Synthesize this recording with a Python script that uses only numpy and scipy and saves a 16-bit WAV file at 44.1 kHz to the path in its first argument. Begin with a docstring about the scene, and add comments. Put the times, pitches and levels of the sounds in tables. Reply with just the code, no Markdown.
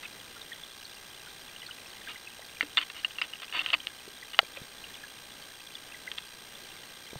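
"""A camera in a waterproof housing lies on a shallow river bed among feeding fish.
From the start the current hisses, small bubbles ping, and the electronics whine and buzz once per picture.
After a stray scrape or two, grit clicks, patters and drags on the housing from about 2.6 s.
At 4.4 s a stone clacks close by. Then the bubbles carry on over the hiss and buzz,
with a few last clicks near 6 s and soft bumps at the end."""
import sys
import numpy as np
from scipy import signal
from scipy.fft import rfft, irfft
from scipy.io import wavfile
from scipy.ndimage import uniform_filter1d

SR = 44100
rng = np.random.default_rng(int(sys.argv[2]) if len(sys.argv) > 2 else 0)


def materialize(psi):
    """Save the field psi as 16-bit PCM at rate SR to the path in sys.argv[1].

    A 1-D psi becomes a single channel; in a 2-D psi each row is a channel.
    """
    bounded = np.clip(np.atleast_2d(psi).T, -1, 1)
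    quanta = np.round(bounded * 32767).astype(np.int16)
    wavfile.write(sys.argv[1], SR, quanta)


N = 317120

# modes of the water-damped housing: (pitch [Hz], relative level [dB], t60 [s])
HOUSING_MODES = [(302.5, -33.5, 0.17), (724, -16.5, 0.021), (1020, -9.5, 0.029), (1253, -4.5, 0.025),
                 (1486, -7, 0.035), (1837, -1, 0.026), (2147, -1.5, 0.026), (2500, -2, 0.024),
                 (2810, 2, 0.038), (3160, 2.5, 0.0097), (3630, -1, 0.013), (4373, -8.5, 0.031),
                 (4700, -11, 0.014), (7400, -20.5, 0.01)]
def housing_ring(scatter_db, rise_s, detune=0.035):
    """Each blow lands on a new spot, which shifts the strength and, slightly, the pitch of every mode."""
    out = np.zeros(int(2 * SR * max(t60 for _, _, t60 in HOUSING_MODES)))
    for k, (hz, db, t60) in enumerate(HOUSING_MODES):
        strong, sharp = rng.standard_normal(2)
        mode = ping(hz * (1 + detune * sharp), t60, rise_s)
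        out[:len(mode)] += (-1) ** k * undb(db + scatter_db * strong) * mode
    return out


def grain(db, hz, t60, housing_db):
    """A grain gives a short contact ping and sets the housing ringing."""
    click = peak(housing_ring(scatter_db=0.5, rise_s=0.000067), housing_db)
    contact = peak(ping(hz, t60, rise_s=0.00021), 0)[:len(click)]
    click[:len(contact)] += contact
    return peak(click, db)


# grain hits: (time [s], peak [dB], contact pitch [Hz], contact t60 [s], housing against contact [dB])
GRAIN_HITS = [(2.609, -11, 2030, 0.0073, -5.5), (2.627, -23, 1960, .008, 11), (2.7716, -8, 3540, .02, 3.5),
              (2.7786, -8, 3550, .029, 7.5), (2.786, -13.5, 2920, .022, 2), (2.8138, -25, 3300, .008, 5),
              (2.826, -25, 3070, .02, 2), (2.8997, -27.5, 3840, .012, 12), (3.0469, -12, 2840, 0.03, -1.5),
              (3.1846, -21.5, 2760, .05, 1), (3.2154, -16, 2320, 0.0043, 7), (3.2199, -16, 2760, 0.014, -8),
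              (3.2394, -29, 3050, .014, 2), (3.335, -24.5, 2890, .025, -1), (3.5253, -24, 2880, .014, 3),
              (3.592, -17.5, 2730, 0.036, -9), (3.6618, -16.5, 2850, 0.0064, -7),
              (3.688, -25, 3040, .006, -5), (3.7033, -16.5, 3040, .005, -11), (3.7322, -14, 2800, .01, 3),
              (3.74, -12, 2550, .013, -19), (3.8706, -15, 3050, 0.0034, -20),
              (4.3448, -25.5, 2870, .016, 2), (6.1162, -21, 3250, .007, -7),
              (6.1795, -28, 3380, 0.0053, -7), (6.1835, -20.5, 3310, 0.0065, -5)]
def grit_clicks(rebounds=2, gap_s=0.009, rebound_db=-22):
    """Grains strike the housing and bounce, each rebound much weaker than the last."""
    out = np.zeros(N)
    for s, db, hz, t60, housing_db in GRAIN_HITS:
        add(out, s, grain(db, hz, t60, housing_db))
        for k in range(1, rebounds + 1):
            s += gap_s * np.exp(0.25 * rng.standard_normal())
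            add(out, s, grain(db + k * rebound_db, hz, t60=0.0082, housing_db=3))
    return out


# modes of the stone: (pitch [Hz], relative level [dB], t60 [s])
STONE_MODES = [(467, -17, 0.018), (683, -17.5, 0.031), (794, -11.5, 0.024), (1210, -6.5, 0.01),
               (1366, -9, 0.02), (1920, -15.5, 0.02), (2116, -7, 0.015), (2560, 1.5, 0.0052),
               (2930, -1, 0.011), (3310, -7.5, 0.011), (3730, -10, 0.009), (4520, -13.5, 0.013),
               (6300, -26, 0.011)]
def stone_clack(at_s=4.39, rise_cycles=0.81, snap_t60=0.0035):
    """One hard blow, choked by the water: a bright snap, then a body whose low modes bloom later."""
    body = np.zeros(N)
    for hz, db, t60 in STONE_MODES:
        add(body, at_s, undb(db) * ping(hz, t60, rise_cycles / hz))
    body_eq = [(200, -10), (350, -10.5), (560, 2.5), (4800, 2.5),
               (5500, -9), (6300, -0.5), (9000, -25), (15000, -24)]
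    out = peak(colour(body, body_eq), db=-0.5)
    t = np.arange(SR // 100) / SR
    snap = np.diff(rng.standard_normal(len(t) + 1)) * undb(-60 * t / snap_t60)
    add(out, at_s, peak(snap, db=-22))
    return out


# grit dragging over the housing: (time [s], length [s], rms level [dB])
GRIT_DRAGS = [(0.024, 0.036, -45), (2.078, 0.049, -42.5), (2.787, 0.052, -40.5), (2.94, 0.077, -46.5),
              (3.216, 0.048, -46), (3.415, 0.023, -41.5), (3.531, 0.061, -33), (3.591, 0.033, -35),
              (3.632, .095, -44), (3.727, 0.022, -25.5), (4.33, .012, -41), (4.555, 0.025, -46.5)]
def grit_scrapes(grains=3, slips_per_s=800, attack_s=0.0054, release_s=0.0072):
    """Several grains slip at once, each ringing its own spot on the housing; the drag swells and dies."""
    out = np.zeros(N)
    drag_eq = [(600, 6.5), (1200, -2.5), (1900, -5.5), (2900, -1.0), (3700, 1.5), (4500, -4.5)]
    for s, length, db in GRIT_DRAGS:
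        n = int(length * SR)
        t = np.arange(n) / SR
        pressure = np.minimum(t / attack_s, 1) * np.minimum((length - t) / release_s, 1)
        drag = 0
        for _ in range(grains):
            size = rng.standard_normal(SR // 8)[:n]
            slipping = rng.random(SR // 8)[:n] < slips_per_s / SR
            ring = housing_ring(scatter_db=-0.5, rise_s=0.00012)
            drag = drag + signal.fftconvolve(size * slipping * pressure, ring)
        drag = colour(drag, drag_eq)
        add(out, s, drag * undb(db) / np.sqrt(np.mean(drag[:n] ** 2)))
    return out


def grit_patter(from_s=3.07, to_s=3.72, count=14, db=-34, spread_db=2.5, hz=2990, octaves=0.08):
    """While the bed is stirred, loose grains land on the housing in an uneven rhythm."""
    out = np.zeros(N)
    for k, (late, strong, sharp) in enumerate(rng.standard_normal((count, 3))):
        s = from_s + (to_s - from_s) * (k + 0.5 + 0.35 * late) / count
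        add(out, s, grain(db + spread_db * strong, hz * 2 ** (octaves * sharp), t60=0.02, housing_db=-2))
    return out


# pushes on the housing: (time [s], peak [dB], pitch [Hz], t60 [s])
SOFT_PUSHES = [(2.393, -39.5, 644, .021), (2.629, -38, 295, 0.11), (2.632, -36, 487, .023),
               (4.078, -41, 412, 0.049), (4.43, -35.5, 523, 0.017), (4.573, -39.5, 550, .052),
               (4.617, -36.5, 162, 0.017), (7.1318, -32, 400, 0.0093), (7.156, -31.5, 680, 0.0056),
               (7.16, -34.5, 135, 0.047)]
def bumps():
    """A soft push on the housing sounds just one low, dull note."""
    out = np.zeros(N)
    for s, db, hz, t60 in SOFT_PUSHES:
        add(out, s, peak(ping(hz, t60, rise_s=0.00038), db))
    return out


def bubble(hz, db, cycles=42):
    """A bubble swells and rings for a set number of cycles, so large ones last longer; its pitch sags."""
    return peak(ping(hz, cycles / hz, rise_s=7.5 / hz, glide=-0.042), db)


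# foreground bubbles: (time [s], peak [dB], pitch [Hz])
NEAR_BUBBLES = [(.054, -32, 2570), (.363, -43, 1400), (.416, -34, 3730), (0.518, -33.5, 1885),
                (.531, -34.5, 3380), (.635, -33, 3460), (.853, -35, 4430), (1.147, -40, 3520),
                (1.27, -43, 1486), (1.562, -36.5, 2900), (1.618, -36.5, 3010), (1.630, -39.5, 2030),
                (1.665, -34.5, 4340), (1.689, -40, 1490), (1.71, -32.5, 2980), (2.073, -34.5, 1625),
                (2.158, -37.5, 2040), (2.273, -35.5, 2620), (3.802, -33, 3180), (4.226, -37, 1980),
                (4.570, -35, 2500), (4.841, -34.5, 2860), (4.942, -37, 3380), (5.036, -36.5, 1700),
                (5.670, -38.5, 3470), (5.753, -30.5, 3480), (5.921, -39, 2670), (5.944, -37.5, 2020),
                (6.076, -30.5, 2050), (6.553, -37, 3520)]
def near_bubbles(splinters=3, splinter_db=-12, spread_s=0.006, octaves=0.21):
    """Each near bubble breaks off in a tight cluster of weaker splinters."""
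    out = np.zeros(N)
    for s, db, hz in NEAR_BUBBLES:
        add(out, s, bubble(hz, db))
        for late, sharp in rng.standard_normal((splinters, 2)):
            add(out, s + spread_s * late, bubble(hz * 2 ** (octaves * sharp), db + splinter_db))
    return out


# swarms: (rate [bubbles/s], base peak [dB], centre pitch [Hz], pitch spread [octaves])
BUBBLE_SWARMS = [(69.6, -49, 3500, 0.311), (4.97, -44, 3400, 0.19), (1.6, -47.5, 2050, .15)]
def fizz(pool=1000, nearness_db=2.0, ceiling_db=-40.5):
    """A bed of tiny distant bubbles, with a few nearer ones and now and then a large one."""
    out = np.zeros(N)
    for per_s, db, hz, octaves in BUBBLE_SWARMS:
        draws = np.column_stack([rng.random(pool), rng.exponential(size=pool), rng.standard_normal(pool)])
        for when, nearness, sharp in draws[:int(per_s * N / SR)]:
            pitch = min(hz * 2 ** (octaves * sharp), 5600)
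            peak_db = min(db + nearness_db * nearness, ceiling_db)
            add(out, when * N / SR, bubble(pitch, peak_db, cycles=35.6))
    return out


# tone of the flow: (frequency [Hz], relative level [dB])
CURRENT_EQ = [(30, -90), (450, -88), (1100, -93), (1600, -93), (2050, -88), (2330, -97.5), (2800, -90.5),
              (3080, -92.5), (3500, -90), (4200, -99), (6500, -102), (9500, -106), (15000, -105)]
def current(waver_db=1.0):
    """The flow hisses through the housing's resonances and wavers a little."""
    hiss = level(colour(rng.standard_normal(N), CURRENT_EQ), db=-53)
    return hiss * undb(waver_db * drift(hz=6))


PICTURE_HZ = 59.94
# tick trains within a burst: (delay [s], rate [ticks/s], ticks [count], strength [relative])
BURST_TICKS = [(0, 804, 8, 1), (.0031, 390, 3, .7)]
# tone of the ticks: (frequency [Hz], relative level [dB])
TICK_EQ = [(60, -15), (400, -10), (800, -4.5), (1150, 5), (1600, -0.5), (2400, -2), (3200, 0), (4000, 1),
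           (4800, -4.5), (5700, -2), (7300, -9.5), (9700, -19.5), (13300, -8.5), (15500, -13.5)]
def electronics_buzz(first_s=0.00995, burst_s=0.0095, jitter_s=0.00001, unevenness=0.34):
    """The electronics work in one burst per picture: sharp ticks over gated noise."""
    ticks, taps = np.zeros(N), np.arange(-8, 9)
    bursts = np.arange(first_s, N / SR, 1 / PICTURE_HZ)[:, None]
    for delay, rate, count, size in BURST_TICKS:
        times = (bursts + delay + np.arange(count) / rate).ravel()
        late, strong = rng.standard_normal((2, len(times), 1))
        position = (times[:, None] + jitter_s * late) * SR
        index = position.astype(int) + taps
        impulse = np.sinc(index - position) * np.hanning(len(taps))  # lands between samples
        np.add.at(ticks, index % N, -size * (1 + unevenness * strong) * impulse)
    gate = (np.arange(N) / SR - first_s) % (1 / PICTURE_HZ) < burst_s
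    rasp_eq = [(200, -17.5), (1500, -2.0), (3600, -1.0), (6000, -5), (9500, -23.5)]
    rasp = colour(gate * rng.standard_normal(N), rasp_eq)
    return level(colour(ticks, TICK_EQ), db=-52.5) + level(rasp, db=-58)


def coil_whine(hz=8571.4, wander_rad=0.15):
    """A coil sings thinly at a constant level; its pitch wobbles once every two pictures."""
    t = np.arange(N) / SR
    wobble = np.sin(np.pi * PICTURE_HZ * t)
    return level(np.sin(2 * np.pi * hz * t + wobble + wander_rad * drift(hz=130)), db=-60.5)


def ping(hz, t60, rise_s, glide=0):
    """One dying vibration; glide is the relative change of pitch over t60."""
    t = np.arange(int(1.2 * t60 * SR)) / SR
    tone = np.sin(2 * np.pi * hz * t * (1 + glide * t / t60 / 2))
    return tone * undb(-60 * t / t60) * (1 - np.exp(-t / rise_s))


def colour(x, points):
    """Minimum-phase EQ through (frequency [Hz], gain [dB]) points."""
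    hz, db = np.transpose(points)
    log_hz = np.log(np.fft.rfftfreq(4096, 1 / SR) + 1)
    cepstrum = irfft(np.log(undb(np.interp(log_hz, np.log(hz), db))))
    half = len(cepstrum) // 2
    cepstrum[1:half] *= 2
    cepstrum[half + 1:] = 0
    return signal.fftconvolve(x, irfft(np.exp(rfft(cepstrum))))[:len(x)]


def drift(hz):
    """Smooth random modulation with a spread of 1."""
    hold = int(SR / hz)
    steps = np.repeat(rng.standard_normal(N // hold + 1), hold)
    smooth = uniform_filter1d(uniform_filter1d(steps, hold), hold)[:N]
    return smooth / smooth.std()


def undb(db):
    """Decibels to gain."""
    return 10 ** (np.asarray(db) / 20)


def level(x, db):
    """Scale to an rms level."""
    return x * undb(db) / np.sqrt(np.mean(x ** 2))


def peak(x, db):
    """Scale to a peak level."""
    return x * undb(db) / np.abs(x).max()


def add(out, s, x):
    """Mix x into out from time s."""
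    i = min(max(int(s * SR), 0), N)
    out[i:i + len(x)] += x[:N - i]


def scene():
    """Everything reaches one microphone inside the housing."""
    water = current() + near_bubbles() + fizz()
    contacts = grit_clicks() + grit_patter() + grit_scrapes() + stone_clack() + bumps()
    return (water + contacts + electronics_buzz() + coil_whine())[None]


def record(dry, ceiling=1.2, top_hz=15650):
    """The camera soft-clips the loudest peak and cuts the top end."""
    rounded = dry / (1 + np.abs(dry / ceiling) ** 4) ** (1 / 4)
    return signal.sosfilt(signal.ellip(10, 0.1, 70, top_hz, fs=SR, output="sos"), rounded)


dry = scene()
out = record(dry)
materialize(out)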